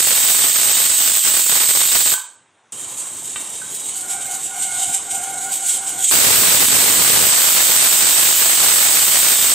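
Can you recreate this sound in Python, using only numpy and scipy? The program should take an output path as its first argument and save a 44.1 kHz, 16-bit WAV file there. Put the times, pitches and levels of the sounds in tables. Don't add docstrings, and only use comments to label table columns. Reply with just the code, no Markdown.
import sys
import numpy as np
from scipy import signal
from scipy.fft import rfft, irfft, next_fast_len
from scipy.io import wavfile
from scipy.ndimage import uniform_filter1d

SR = 44100
rng = np.random.default_rng(int(sys.argv[2]) if len(sys.argv) > 2 else 0)


def natural_amplitude(level_db):
    exponent = np.asarray(level_db, float) / 20
    return 10 ** exponent


def persist_wave(psi):
    counts = np.round(np.clip(psi, -1, 1) * 32767).astype(np.int16)
    wavfile.write(sys.argv[1], SR, np.atleast_2d(counts).T)


N = 420713
T = np.arange(N) / SR
HZ = np.fft.rfftfreq(512, 1 / SR)

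# start in seconds, stop in seconds, first and last level in dB
# (relative), rms flutter in dB.
BLASTS = [(0, 2.143, -18, -18.5, 1.5), (6.111, 9.54, -16, -17, 0.94)]
# frequency in Hz, correlation from -1 to 1.
PORTS_SAME = [(60, 0.92), (92, 1), (140, 1.0), (210, 0.99), (330, 1.0), (500, 1.0), (770, 1.0), (1170, 1.0),
              (1790, 1.0), (2740, 1), (4190, 0.95), (6410, 1), (9810, 0.52), (15000, -0.7)]
# frequency in Hz, first port over second in dB.
PORTS_LEAN = [(4400, 0), (8100, -3), (14000, 1.5)]


def evened(x):
    return x / np.sqrt(np.mean(x ** 2) + 1e-20)


def read(points, hz):
    f, value = np.transpose(points)
    return np.interp(np.log(hz + 1), np.log(f + 1), value)


def level(rows):
    s, db = np.transpose(rows)
    return natural_amplitude(np.interp(T, s, db, left=-200, right=-200))


def wander(hz):
    low_pass = signal.butter(2, hz, fs=SR, output="sos")
    return evened(signal.sosfilt(low_pass, rng.standard_normal(N)))


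def hiss(colour_db, patchy_db, same, lean):
    a, b, c, d, patches = rng.standard_normal((N // 128 + 5, len(HZ), 5)).T
    patches = uniform_filter1d(patches, size=6, axis=0)
    patches = evened(uniform_filter1d(patches, size=20, axis=1))
    same = np.clip(read(same, HZ), -1, 1)[:, None]
    first = a + 1j * b
    second = same * first + np.sqrt(1 - same ** 2) * (c + 1j * d)
    lean_db = read(lean, HZ) / 2
    port_db = np.array([colour_db + lean_db, colour_db - lean_db])[:, :, None]
    spectra = np.array([first, second]) * natural_amplitude(port_db + patchy_db * patches)
    return evened(signal.istft(spectra, nperseg=512, noverlap=384)[1][:, :N])


def room_lines(x, depth):
    # centre in Hz, width in Hz at half the dB lift, lift in dB before the depth factor.
    line_rows = [(2950, 45, 6), (3176, 48, 5), (3700, 45, 9), (3873, 48, 5), (4407, 60, 6), (5097, 40, 4),
                 (6696, 60, 4), (7032, 65, 4), (7500, 60, 3), (8000, 55, 3), (8312, 65, 4), (9976, 95, 3),
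                 (10406, 60, 4), (13782, 130, 2)]
    size = next_fast_len(N)
    hz = np.fft.rfftfreq(size, 1 / SR)
    lift_db = sum(db / (1 + (2 * (hz - f) / width) ** 2) for f, width, db in line_rows)
    return evened(irfft(rfft(x, size) * natural_amplitude(depth * lift_db))[:, :N])


def blast():
    # frequency in Hz, relative level in dB per Hz.
    jet_colour = [(120, -43.5), (300, -34), (1100, -30), (2400, -22), (3400, -17), (5600, -20), (6400, -16),
                  (8120, -2.5), (9900, -21), (14300, -9.5), (16000, -15.5)]
    # frequency in Hz, correlation from -1 to 1.
    jet_same = [(2000, .99), (5000, 1), (8000, .9), (11000, .7), (15000, .6)]
    # frequency in Hz, first port over second in dB.
    jet_lean = [(4500, 0), (6500, -3), (7500, -4.6), (9000, -4.6), (11000, -.5)]
    # centre in seconds, dip in dB, width in seconds.
    falters = [(.37, -2, 0.01), (.525, -3, 0.013), (.88, -4, 0.014), (1.2, -5, 0.016), (1.449, -2.5, 0.024),
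               (1.67, -5, .012)]
    jet = hiss(read(jet_colour, HZ), patchy_db=1.15, same=jet_same, lean=jet_lean)
    jet = room_lines(jet, depth=1.1)
    falter_db = sum(db * np.exp(-((T - s) / width) ** 2) for s, db, width in falters)
    flutter = wander(hz=55.4)
    flow = sum(level([(start, first_db), (stop, last_db)]) * natural_amplitude(flutter_db * flutter)
               for start, stop, first_db, last_db, flutter_db in BLASTS)
    return jet * flow * natural_amplitude(6.0 + falter_db)


def leak():
    # frequency in Hz, relative level in dB per Hz.
    gap_colour = [(1180, -48), (2000, -21), (2160, -17), (2550, -18.5), (3050, -12.5), (4620, -18),
                  (5530, -15.5), (7230, -1.5), (8150, 2), (10900, -14), (12200, -9.5), (13200, -8.5),
                  (15700, -17.5)]
    # time in seconds, relative level in dB.
    seeping = [(2.722, -30.5), (3.6, -30), (4.0, -29), (5.95, -27.5), (6.055, -16), (6.112, -15)]
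    # centre in seconds, relative peak in dB, half length in
    # seconds (to 1/e of the power).
    puff_rows = [(2.724, -28, 0.0095), (2.822, -25.5, 0.021), (2.91, -30.5, 0.017), (2.995, -25.5, 0.017),
                 (3.362, -29, 0.027), (3.417, -24, 0.011), (3.76, -25.5, 0.034), (3.872, -24.5, 0.029),
                 (3.97, -24.5, 0.019), (4.117, -20, 0.024), (4.218, -26.5, 0.018), (4.32, -25, .04),
                 (4.443, -25, 0.042), (4.63, -18.5, 0.027), (4.808, -20.5, 0.056), (4.94, -19.5, 0.03),
                 (5.122, -19, 0.01), (5.16, -22, 0.0094), (5.246, -28, 0.024), (5.43, -31, 0.055),
                 (5.532, -18, .025), (5.69, -18, 0.04), (5.752, -18, 0.019), (5.882, -20, 0.017)]
    seep = hiss(read(gap_colour, HZ), patchy_db=1.3, same=PORTS_SAME, lean=PORTS_LEAN)
    seep = room_lines(seep, depth=0.93)
    puff_power = sum(natural_amplitude(2 * db) * np.exp(-((T - s) / half) ** 2) for s, db, half in puff_rows)
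    flow = np.sqrt(level(seeping) ** 2 + puff_power * (T > seeping[0][0]))
    return seep * flow * natural_amplitude(2.2 * wander(hz=32.3))


def whistle():
    # time in seconds, pitch in Hz and relative level in dB, both about which it shakes.
    whistle_path = [(2.75, 3900, -54), (2.86, 3870, -59), (3.3, 3865, -49), (3.5, 3800, -50),
                    (3.87, 3870, -43), (3.95, 3860, -60)]
    s, hz, db = np.transpose(whistle_path)
    shaken_hz = np.interp(T, s, hz) * (1 + .004 * wander(hz=40))
    phase = 2 * np.pi * np.cumsum(shaken_hz) / SR
    return np.sin(phase) * level(np.transpose([s, db])) * natural_amplitude(1.5 * wander(hz=20))


def strikes(events, modes, rise_s):
    t, out = T[:SR // 4], np.zeros(N)
    for s, peak_db, heavy_db in events:
        ring = sum(natural_amplitude(db + heavy_db * (hz < 1300) - 60 * t / t60) * np.sin(2 * np.pi * hz * t)
                   for hz, db, t60 in modes)
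        ring = ring * (1 - np.exp(-t / rise_s))
        out[round(s * SR):][:len(t)] += natural_amplitude(peak_db) * ring / abs(ring).max()
    return out


def weight_knocks():
    # start in seconds, peak in dB, heaviness as dB on the modes under 1.3 kHz.
    knocks = [(2.135, -15, -13.5), (2.175, -21, -9), (3.615, -27.5, -25)]
    # frequency in Hz, relative level in dB, t60 in seconds.
    lid_modes = [(930, 0.5, 0.026), (987, -8, .06), (1166, -3, 0.027), (1340, -10, 0.015),
                 (1540, -10.5, 0.033), (1580, -24, 0.032)]
    return strikes(knocks, lid_modes, rise_s=0.005)


def metal_ticks():
    # start in seconds, peak in dB, heaviness as dB on the modes under 1.3 kHz.
    ticks = [(3.36, -12, -10)]
    # frequency in Hz, relative level in dB, t60 in seconds.
    grate_modes = [(804, -12, .01), (1230, 4, 0.023), (1600, -3, 0.012), (1950, 0, 0.011),
                   (2330, -0.5, 0.013), (2710, -6, 0.075), (3030, -1, 0.016), (3610, -7, 0.068)]
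    return strikes(ticks, grate_modes, rise_s=.0001)


def drone():
    # pitch in Hz, relative levels of harmonics 1, 2 and 3 in dB.
    drone_notes = [(720, -1.5, -0.5, -5), (775.5, 4, -6, -15.5)]
    # start in seconds, length in seconds, rise in seconds, level in dB.
    soundings = [(3.893, .51, 0.26, -35.5), (4.43, 0.555, 0.13, -35), (4.99, .57, 0.16, -33.5),
                 (5.553, .5, .04, -36.5)]
    fall_s = 0.042
    out = np.zeros(N)
    for hz, *harmonics_db in drone_notes:
        phase = 2 * np.pi * np.cumsum(hz * (1 + 0.00401 * wander(hz=8.1))) / SR
        for k, db in enumerate(harmonics_db):
            path = 1.08 + wander(hz=13.8) + 1j * wander(hz=28)
            out += natural_amplitude(db) * (path * np.exp(1j * (k + 1) * phase)).real
    envelope = 0
    for s, length, rise_s, db in soundings:
        ramps = np.minimum((T - s) / rise_s, (s + length - T) / fall_s)
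        envelope = envelope + natural_amplitude(db) * np.clip(ramps, 0, 1)
    return evened(out) * envelope


def room(x):
    # frequency in Hz, t60 in seconds.
    room_decay = [(300, 0.4), (900, .42), (1500, 0.48), (4000, .4), (8000, .4), (14000, .25)]
    out = np.zeros((2, N))
    for k in range(3):
        taps = np.zeros(SR // 2 + 20)
        taps[np.arange(100, SR // 2, 20) + rng.integers(0, 20, (SR // 2 - 81) // 20)] = 1
        taps *= rng.choice([-1., 1.], len(taps))
        hz, t, z = signal.stft(taps, SR, nperseg=256)
        decay = natural_amplitude(-60 * t / read(room_decay, hz)[:, None])
        tail = signal.istft(z * decay, SR, nperseg=256)[1]
        turn = np.sqrt(2 / 3) * np.cos(np.pi * (T * 1.3 + k / 3))
        out += signal.oaconvolve(x * turn, tail[None] / np.linalg.norm(tail), axes=1)[:, :N]
    return out


def kitchen():
    # frequency in Hz, relative level in dB per Hz.
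    wash_colour = [(60, 6), (115, -6), (350, -2.5), (670, -5.5), (960, -3), (1100, -5.5), (2500, -12.5),
                   (3800, -14), (4600, -25.5), (6300, -18), (7600, -17.5), (9000, -17.5), (11700, -34),
                   (19800, -120)]
    # time in seconds, relative level in dB.
    background = [(0, -66.5), (2.721, -56.5), (2.723, -43), (6.03, -41), (6.11, -52), (6.3, -66),
                  (9.54, -62)]
    wash = hiss(read(wash_colour, HZ), patchy_db=2.0, same=PORTS_SAME, lean=PORTS_LEAN)
    upper = signal.sosfilt(signal.butter(6, 94, "high", fs=SR, output="sos"), wash)
    return (upper + natural_amplitude(-21.5) * wash) * level(background)


def scene():
    metal = weight_knocks() + metal_ticks()
    near = blast() + leak() + whistle()
    far = drone()
    wet = natural_amplitude(-4.5) * room(near + natural_amplitude(1.5) * metal + natural_amplitude(-3.5) * far)
    return natural_amplitude(-1.0) * near + metal + far + wet + kitchen()


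def overflow(x):
    full_scale = .7
    blasting = sum((T >= start) & (T <= stop) for start, stop, *_ in BLASTS) > 0
    return np.where(blasting, (x + full_scale) % (2 * full_scale) - full_scale, x)


def bass_cut(x):
    # time in seconds, share of the stronger cut from 0 to 1.
    strong_share = [(0, 0.55), (2.72, 0.5), (2.73, 0), (7.28, 0), (7.32, 0.7), (9.54, 0.6)]
    mild = signal.sosfilt(signal.butter(2, 75, "high", fs=SR, output="sos"), x)
    strong = signal.sosfilt(signal.butter(1, 600, "high", fs=SR, output="sos"), mild)
    share = np.clip(np.interp(T, *np.transpose(strong_share)), 0, 1)
    return share * strong + (1 - share) * mild


def treble_holes(x, from_hz, under_db, scatter_db):
    mid_side = np.array([x[0] + x[1], x[0] - x[1]]) / 2
    hz, _, z = signal.stft(mid_side, SR, nperseg=1024, noverlap=768)
    power = (abs(z[:, :512]) ** 2).reshape(2, 32, 16, -1).sum(axis=2)
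    band_db = 10 * np.log10(abs(uniform_filter1d(power, size=5, axis=2)) + 1e-20)
    chance = evened(uniform_filter1d(rng.standard_normal(band_db.shape), size=9, axis=2))
    margin_db = band_db - band_db.max(axis=(0, 1)) + under_db + scatter_db * chance
    keep = 1 / (1 + np.exp(-np.clip(3 * margin_db, -30, 30)))
    keep = np.repeat(keep, 16, axis=1)
    z[:, :512] *= np.where(hz[:512, None] > from_hz, keep, 1)
    mid, side = signal.istft(z, SR, nperseg=1024, noverlap=768)[1][:, :N]
    return np.array([mid + side, mid - side])


def band_limit(x):
    edge = signal.firwin(1023, 15720, window=("kaiser", 8), fs=SR)
    return signal.oaconvolve(x, edge[None], "same")


def roll_off(x):
    return signal.sosfilt(signal.butter(12, 16660, fs=SR, output="sos"), x)


def record(dry):
    thinned = bass_cut(overflow(dry))
    holed = treble_holes(thinned, from_hz=9650, under_db=17, scatter_db=13.0)
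    mix = band_limit(holed)
    return roll_off(mix)


dry = scene()
out = record(dry)
persist_wave(out)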